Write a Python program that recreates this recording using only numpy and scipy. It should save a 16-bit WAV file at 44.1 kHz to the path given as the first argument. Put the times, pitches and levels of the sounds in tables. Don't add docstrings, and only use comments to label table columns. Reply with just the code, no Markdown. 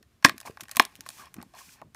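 import sys
import numpy as np
from scipy import signal
from scipy.fft import rfft, irfft
from scipy.io import wavfile
from scipy.ndimage import uniform_filter1d

SR = 44100
rng = np.random.default_rng(int(sys.argv[2]) if len(sys.argv) > 2 else 0)


def undo_db(level):
    steps = np.asarray(level, float) / 20
    return 10 ** steps


def waveform_to_disk(signal):
    frames = np.transpose(np.atleast_2d(signal))
    scaled = np.clip(frames, -1, 1) * 32767
    samples = np.round(scaled).astype(np.int16)
    wavfile.write(sys.argv[1], SR, samples)


N = 85995

# frequency in Hz, density in dB per Hz.
ROOM_SPECTRUM = [(18, -48.5), (30, -19), (71, -4), (384, -17.5), (511, -26.5), (735, -22.5), (794, -32),
                 (1090, -24.5), (15000, -39)]
# frequency in Hz, level in dB.
TAIL_COLOUR = [(150, -3.5), (500, -4.5), (1100, -10.5), (1900, -9.5), (3800, -3), (5300, -12.5),
               (7000, -4.5), (14000, -11)]
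# frequency in Hz, level in dB, 60 dB decay time in seconds.
PANEL_MODES = [(340, -27, .025), (442, -19, 0.0099), (701, -7.5, 0.026), (869, 0.5, 0.015),
               (1071, 1.5, 0.017), (1632, 0.5, 0.011), (1703, -5.5, 0.011), (1832, -6.5, 0.031),
               (2401, 0.5, 0.0073), (2490, -0.5, 0.0054), (3380, -4, 0.006), (4260, -7.5, 0.011),
               (5368, -7, 0.0087), (6960, -22.5, .004)]
# frequency in Hz, level in dB.
CRACK_COLOUR = [(500, -26), (1500, 3.5), (3000, 5.5), (5500, 7.5), (8000, 5), (12000, 4.5), (15000, 0.5)]
# frequency in Hz, level in dB.
BEHIND_THUMB = [(8500, 0.5), (13000, -20)]
# frequency in Hz, density in dB per Hz.
SKIN_COLOUR = [(880, -28.5), (1150, -11), (1900, -10.5), (2400, -4), (3500, -9), (5500, -4), (9360, -7.5),
               (15000, -12)]
# time in seconds, hiss in dB, drag into the panel in dB.
THUMB_SLIDE = [(0.448, -65.5, -97), (0.462, -44.5, -47), (0.485, -54, -43.5), (0.493, -72, -80),
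               (1.068, -72, -63.5), (1.108, -55.5, -64), (1.17, -53, -62.5), (1.20, -50.5, -54),
               (1.274, -68.5, -56), (1.297, -75, -72.5), (1.53, -75, -75), (1.543, -68, -56.5),
               (1.588, -49, -53), (1.628, -55, -60), (1.66, -55, -70.5), (1.738, -54.5, -67),
               (1.778, -70, -62.5), (1.813, -83, -61)]
# start in seconds, level in dB, pitch in Hz, length in ms.
SKIN_SLIPS = [(.2535, -16, 280.5, 2.84), (.281, -29, 303, 1.6), (.2945, -24.5, 1164, 1.4),
              (.317, -42.5, 187, 3.8), (.357, -47.5, 243, 4.2), (.452, -40, 735, 1.2),
              (.458, -37.5, 1045, 1.4), (.4725, -39, 1000, 0.89), (.472, -37.5, 2270, 0.95),
              (.478, -45, 982, 1.24), (1.427, -42.5, 832, 1.7), (1.816, -41, 906, 0.5),
              (1.8205, -40, 637, 1.15), (1.821, -43, 1094, 1.1), (1.828, -46, 940, 1.4),
              (1.17, -56.5, 1060, 1.2), (1.185, -46, 1090, 1.5), (1.195, -43, 1190, 3.3),
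              (1.204, -49.5, 1510, 2.6), (1.211, -44.5, 1140, 2.1), (1.2218, -45.5, 1680, 0.59),
              (1.222, -47, 1124, 3.4), (1.235, -44.5, 1044, 2.5), (1.248, -60.5, 2500, 2),
              (1.267, -52, 1130, 1.8), (1.28, -53, 1120, 1.7), (1.538, -46.5, 717, 2.5),
              (1.548, -51.5, 2520, 0.75), (1.552, -44, 985, 1.6), (1.588, -47.5, 1710, 1.1),
              (1.603, -51, 1080, 2.5), (1.614, -45, 1060, 2.1), (1.6905, -46, 2400, 0.95),
              (1.694, -52, 1500, 1.35)]
# start in seconds, level in dB, pitch in Hz, push in ms.
BOX_THUDS = [(0.003, -52, 288, 28), (.247, -11.5, 226.8, 2.3), (0.296, -41.5, 208, 10),
             (0.341, -40, 206, 6), (0.453, -47, 249, 34), (0.4973, -28.5, 261, 1.35), (0.619, -43, 202, 19),
             (0.769, -33, 240, 11), (0.796, -13, 252, 1.76), (.99, -43.5, 180, 5.8),
             (1.193, -51.5, 228, 31), (1.358, -38.5, 198, 59), (1.383, -33, 195, 3.1),
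             (1.397, -36, 165, 12.4), (1.667, -48, 149.7, 16.5), (1.814, -49, 170, 14.6),
             (1.846, -47.5, 128.7, 21)]
# start in seconds, level in dB, contact in ms.
PANEL_TAPS = [(.452, -39, 0.87), (.459, -54, 2.8), (.473, -34.5, 1.3), (.497, -49.5, 0.76),
              (.572, -44.5, 0.77), (0.596, -37.5, 4.3), (1.062, -32, 1.9), (1.363, -45.5, 16),
              (1.383, -37, 12), (1.401, -38.5, 2.7), (1.427, -41, 1.73), (1.538, -56, 2.7),
              (1.693, -59.5, 3.1), (1.8158, -33.5, 1.1), (1.8206, -44.5, 0.66)]
# start in seconds, crack
# in dB, panel ring in dB, tearing in ms.
FAINT_TICKS = [
    (.971, -49.5, -63, .6),
    (1.038, -54.5, -65, 1.7),
    (1.0565, -48, -65, 0.75),
    (1.366, -48, -50.5, .8),
    (1.4145, -41.5, -67, 2.5),
    (1.427, -42.5, -67, 0.58),
    (1.538, -46.5, -61.5, 0.81),
]
# start in seconds, crack in dB, panel ring in dB, tearing in ms.
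DOOR_TEARS = [(.0273, -46.5, -51, 1.6), (.2255, -47, -36, 2.4), (.2438, -33.5, -48.5, 1.7),
              (.2553, -22.5, -14, 1), (.2583, -16, -25, 0.77), (.2622, -27, -15.5, 1.94),
              (.2858, -31.5, -21, 0.97), (.2945, -23, -19.5, 0.65), (.380, -34, -44.5, 1.3),
              (.402, -31, -49, 1.8), (.4128, -37, -38.5, 0.23), (.430, -52.5, -46, 0.76),
              (.4635, -52, -70, 1.4), (.572, -51, -39.5, 0.78), (.604, -47, -53.5, 0.72),
              (.6075, -26, -41, 5.3), (.634, -42.5, -43.5, 0.57), (.6365, -35.5, -41, 0.43),
              (.654, -54.5, -48.5, 0.91), (.6832, -42.5, -46.5, 1.5), (.6935, -39, -35, 0.66),
              (.713, -26, -72.5, 2.5), (.719, -49.5, -42.5, 1.5), (.750, -46, -42, 0.67)]
# start in seconds, crack in dB, panel ring in dB, tearing in ms.
LATE_FIBRES = [(.755, -58, -42, 0.72), (.758, -27, -63, 2.8), (.8025, -19.5, -38, 1.7),
               (.819, -35, -62, 0.99), (.823, -28, -65, 3.4), (.838, -40, -61, 0.39), (.850, -45, -54, 0.4),
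               (.8515, -24, -53, 1.47), (.9545, -37, -75, 0.33), (.962, -40.5, -86, 0.67),
               (1.0076, -27.5, -49, 0.29), (1.062, -36, -50.5, 12), (1.0897, -21.5, -43.5, 0.4),
               (1.103, -35, -44, 1), (1.220, -54, -55, 1.22), (1.257, -42.5, -56, 0.94),
               (1.342, -33, -45, 0.54), (1.4145, -59.5, -46, 2.34), (1.427, -37.5, -70, 0.57),
               (1.550, -47.5, -66, 0.52), (1.587, -57, -54.5, 1.3), (1.8165, -50.5, -47, 0.49),
               (1.9465, -40.5, -36.5, 2)]
# start in seconds, crack in dB, panel ring in dB, tearing in ms, ring tilt in dB per octave.
WHOLE_BRIDGES = [
    (.2461, -13, -1.5, 1.22, 0),
    (.2484, -2, -0.5, 0.48, 3),
    (.7688, -13.5, -19, 0.08, 0.5),
    (.7967, -11, -0.5, 0.3, 1),
]
# one bridge, a level in dB per panel mode.
BRIDGE_SPOTS = [(3, 5.5, 5.5, 1, 4, 6, 2.5, -3.5, -8.5, -8, 0, -4.5, -1.5, 6),
                (0, 2.5, 3, -5.5, -2, 5, -1, -5, 3, -6, -1, -5, 6, 2.5),
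                (-1.5, 0, 0.5, -6, 2.5, -6.5, -4.5, -6, 3, 9.5, 7, 7, -4, 6.5),
                (2.5, 4, 3, 4, 2, -8.5, -5.5, -15.5, 3.5, 1, -3.5, -6.5, -0.5, -4.5)]

ROOM_DB = -65.5
TAIL_DB, TAIL_T60_S, TAIL_HIGH_T60_S, TAIL_START_S = -11, 0.18, 0.14, 0.0037
BEND_LAG_S, NEAR_LAG_S, BEND_REF_HZ = 0.0028, 0.0007, 500
MODE_SCATTER_DB, MODE_SCATTER_RATIO, BRIDGE_SCATTER = 2, 0.025, 0.4
CREEP_PER_S, CREEP_START_S, CREEP_END_S = 1200, 0.228, 0.95
CREEP_DB, CREEP_SPREAD_DB, CREEP_RING_DB = -62, 2.5, -9.5
FLICKER_DB, STICK_DB = -0.5, 2.5
FIRST_DRAG_TILT_DB_OCT, SECOND_DRAG_TILT_DB_OCT, SECOND_STROKE_S = -8.5, 1.9, 0.83
DRAG_RING = 1.2
THUD_T60_S, THUD_SUB_DB = 0.023, -16.5
TAP_TILT_DB_OCT = -7
CRACK_SCATTER_DB = 1.5
RUSH_DB, RUSH_MS = -10.5, 4
MIC_LOW_HZ, CLIP, TOP_HZ = 100, 1.0, 15300


def unit(x):
    return x / np.sqrt(np.mean(x ** 2))


def colour(x, table, shift_db=0):
    hz, db = np.array(table, float).T
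    f = np.maximum(np.arange(513) * SR / 1024, 1)
    log_gain = np.interp(np.log(f), np.log(hz), db + shift_db) * np.log(10) / 20
    cepstrum = irfft(log_gain)
    cepstrum[1:512] *= 2
    cepstrum[513:] = 0
    impulse = irfft(np.exp(rfft(cepstrum)))[:512]
    return signal.fftconvolve(x, impulse)[:len(x)]


def walk(rate):
    hold = int(SR / rate)
    steps = np.repeat(rng.standard_normal(N // hold + 1), hold)
    return 1.6 * uniform_filter1d(steps, hold)[:N]


def add(out, x, s):
    i = int(s * SR)
    out[i:i + len(x)] += x[:max(len(out) - i, 0)]


def decay(t, t60):
    return np.exp(-t * np.log(1000) / t60)


def room():
    f = np.maximum(np.arange(N // 2 + 1) * SR / N, 1)
    hz, db = np.array(ROOM_SPECTRUM).T
    gain = undo_db(np.interp(np.log(f), np.log(hz), db))
    bed = irfft(rfft(rng.standard_normal(N)) * gain, N)
    return unit(bed) * undo_db(ROOM_DB + 1.0 * walk(12))


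def tail(x):
    t = np.arange(int(.4 * SR)) / SR
    noise = rng.standard_normal(len(t))
    low = signal.sosfilt(signal.butter(2, 3000, fs=SR, output="sos"), noise)
    fading = low * decay(t, TAIL_T60_S) + (noise - low) * decay(t, TAIL_HIGH_T60_S)
    response = colour(fading * (1 - np.exp(-t / TAIL_START_S)), TAIL_COLOUR)
    return undo_db(TAIL_DB) / 20 * signal.fftconvolve(x, response)[:N]


def ring(db, hz_scale, lag_s):
    hz, level_db, t60 = np.array(PANEL_MODES).T[:, :, None]
    lag = lag_s * (np.sqrt(BEND_REF_HZ / hz) - np.sqrt(BEND_REF_HZ / hz.max()))
    t = np.maximum(np.arange(2600) / SR - lag, 0)
    fade = (1 - np.exp(-t * hz)) * decay(t, t60)
    modes = undo_db(level_db + db) * fade * np.sin(2 * np.pi * hz * hz_scale * t)
    return modes.sum(0)


def burst(noise, ms, spike):
    fade = np.exp(-np.arange(len(noise)) / (SR * max(ms, .1) / 1000))
    rush = noise * np.abs(noise) * fade
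    return np.r_[spike, rush[1:]] / np.sqrt(spike ** 2 + np.sum(rush ** 2))


def struck(z, ms, tilt_db, lag_s, scatter=1, spot_db=0):
    m = len(PANEL_MODES)
    octave = np.log2(np.array(PANEL_MODES)[:, :1] / 1000)
    db = scatter * MODE_SCATTER_DB * z[:m, None] + tilt_db * octave + spot_db
    hz_scale = 1 + scatter * MODE_SCATTER_RATIO * z[m:2 * m, None]
    return signal.fftconvolve(burst(z[100:1100], ms, 4), ring(db, hz_scale, lag_s))


def creep():
    t = np.arange(N) / SR
    on = (rng.random(N) < CREEP_PER_S / SR) * (t > CREEP_START_S) * (t < CREEP_END_S)
    level_db = CREEP_DB + CREEP_SPREAD_DB * rng.exponential(size=N) + 3.4 * walk(23)
    ticks = on * undo_db(level_db) * np.sign(rng.standard_normal(N))
    panel = signal.fftconvolve(ticks, ring(0, 1, NEAR_LAG_S))[:N]
    return colour(ticks, CRACK_COLOUR) + undo_db(CREEP_RING_DB) * panel


def drag(stick, tilt_db):
    out = np.zeros(N)
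    t = np.arange(2600) / SR
    for k, (hz, db, t60) in enumerate(PANEL_MODES):
        mode = decay(t, t60 * DRAG_RING) * np.sin(2 * np.pi * hz * t)
        tilt = tilt_db * np.log2(max(hz / 1100, 1))
        own_moments = np.roll(stick, k * (N // len(PANEL_MODES)))
        out += undo_db(db + tilt) * signal.fftconvolve(own_moments, mode)[:N]
    return unit(out)


def thumb():
    s, hiss_db, drag_db = np.array(THUMB_SLIDE).T
    t = np.arange(N) / SR
    hiss = unit(colour(rng.standard_normal(N), [(300, -40)] + list(SKIN_COLOUR)))
    hiss = hiss * undo_db(FLICKER_DB * walk(140))
    stick = rng.standard_normal(N) * undo_db(STICK_DB * walk(200))
    first = drag(stick, FIRST_DRAG_TILT_DB_OCT)
    second = drag(stick, SECOND_DRAG_TILT_DB_OCT)
    shake = np.where(t < SECOND_STROKE_S, first, second)
    hiss_level = undo_db(np.interp(t, s, hiss_db, -99, -99))
    drag_level = undo_db(np.interp(t, s, drag_db, -99, -99))
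    return hiss * hiss_level + shake * drag_level


def slips():
    out, t = np.zeros(N), np.arange(1500) / SR
    for s, db, hz, ms in SKIN_SLIPS:
        u = t * 1000 / max(ms, .2)
        add(out, undo_db(db) * u * np.exp(1 - u) * np.sin(2 * np.pi * hz * t), s)
    return out


def taps():
    out = np.zeros(N)
    for (s, db, ms), z in zip(PANEL_TAPS, rng.standard_normal((len(PANEL_TAPS), 1100))):
        add(out, undo_db(db) * struck(z, ms, TAP_TILT_DB_OCT, NEAR_LAG_S), s)
    return out


def thuds():
    out, t = np.zeros(N), np.arange(5000) / SR
    for (s, db, hz, ms), z in zip(BOX_THUDS, rng.standard_normal((len(BOX_THUDS), 5000))):
        air = np.sin(2 * np.pi * hz * t)
        whole_box = undo_db(THUD_SUB_DB) * np.sin(2 * np.pi * 0.64 * hz * t)
        overtone = undo_db(-6.0) * np.sin(2 * np.pi * 1.512 * hz * t)
        box = decay(t, THUD_T60_S) * (air + whole_box + overtone)
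        push = uniform_filter1d(burst(z * z * z, ms, 1.8), size=16)
        thud = signal.fftconvolve(push, box)[:len(t)]
        add(out, -undo_db(db) * thud / np.abs(thud).max(), s)
    return out


def snaps(table, lag_s, scatter, spots=None):
    out = np.zeros(N)
    spots = np.zeros((len(table), 1)) if spots is None else np.array(spots, float)
    noises = rng.standard_normal((len(table), 3000))
    for (s, crack_db, ring_db, ms, *tilt_db), z, spot_db in zip(table, noises, spots):
        tear = burst(z, ms, 1.5) + undo_db(RUSH_DB) * burst(z[::-1], RUSH_MS, 0)
        own_colour_db = CRACK_SCATTER_DB * z[-len(CRACK_COLOUR):]
        add(out, 3 * undo_db(crack_db) * colour(tear, CRACK_COLOUR, own_colour_db), s)
        panel = struck(z[1200:], ms, sum(tilt_db), lag_s, scatter, spot_db[:, None])
        add(out, undo_db(ring_db) * panel, s)
    return out


def scene():
    near = snaps(DOOR_TEARS, NEAR_LAG_S, 0.95) + snaps(LATE_FIBRES, NEAR_LAG_S, 1)
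    near += snaps(WHOLE_BRIDGES, BEND_LAG_S, BRIDGE_SCATTER, BRIDGE_SPOTS)
    near += taps() + thuds() + thumb() + creep() + slips()
    near = signal.sosfilt(signal.butter(2, MIC_LOW_HZ, "high", fs=SR, output="sos"), near)
    bed = tail(near) + room()
    faint = colour(snaps(FAINT_TICKS, NEAR_LAG_S, 0.79), BEHIND_THUMB)
    return (near + bed + faint)[None]


def roll_off(x):
    return signal.sosfilt(signal.butter(12, 15570, fs=SR, output="sos"), x)


def record(dry):
    clipped = np.clip(dry, -CLIP, CLIP)
    mix = signal.sosfilt(signal.ellip(6, .2, 40, TOP_HZ, fs=SR, output="sos"), clipped)
    return roll_off(np.clip(mix, -1, 1))


dry = scene()
out = record(dry)
waveform_to_disk(out)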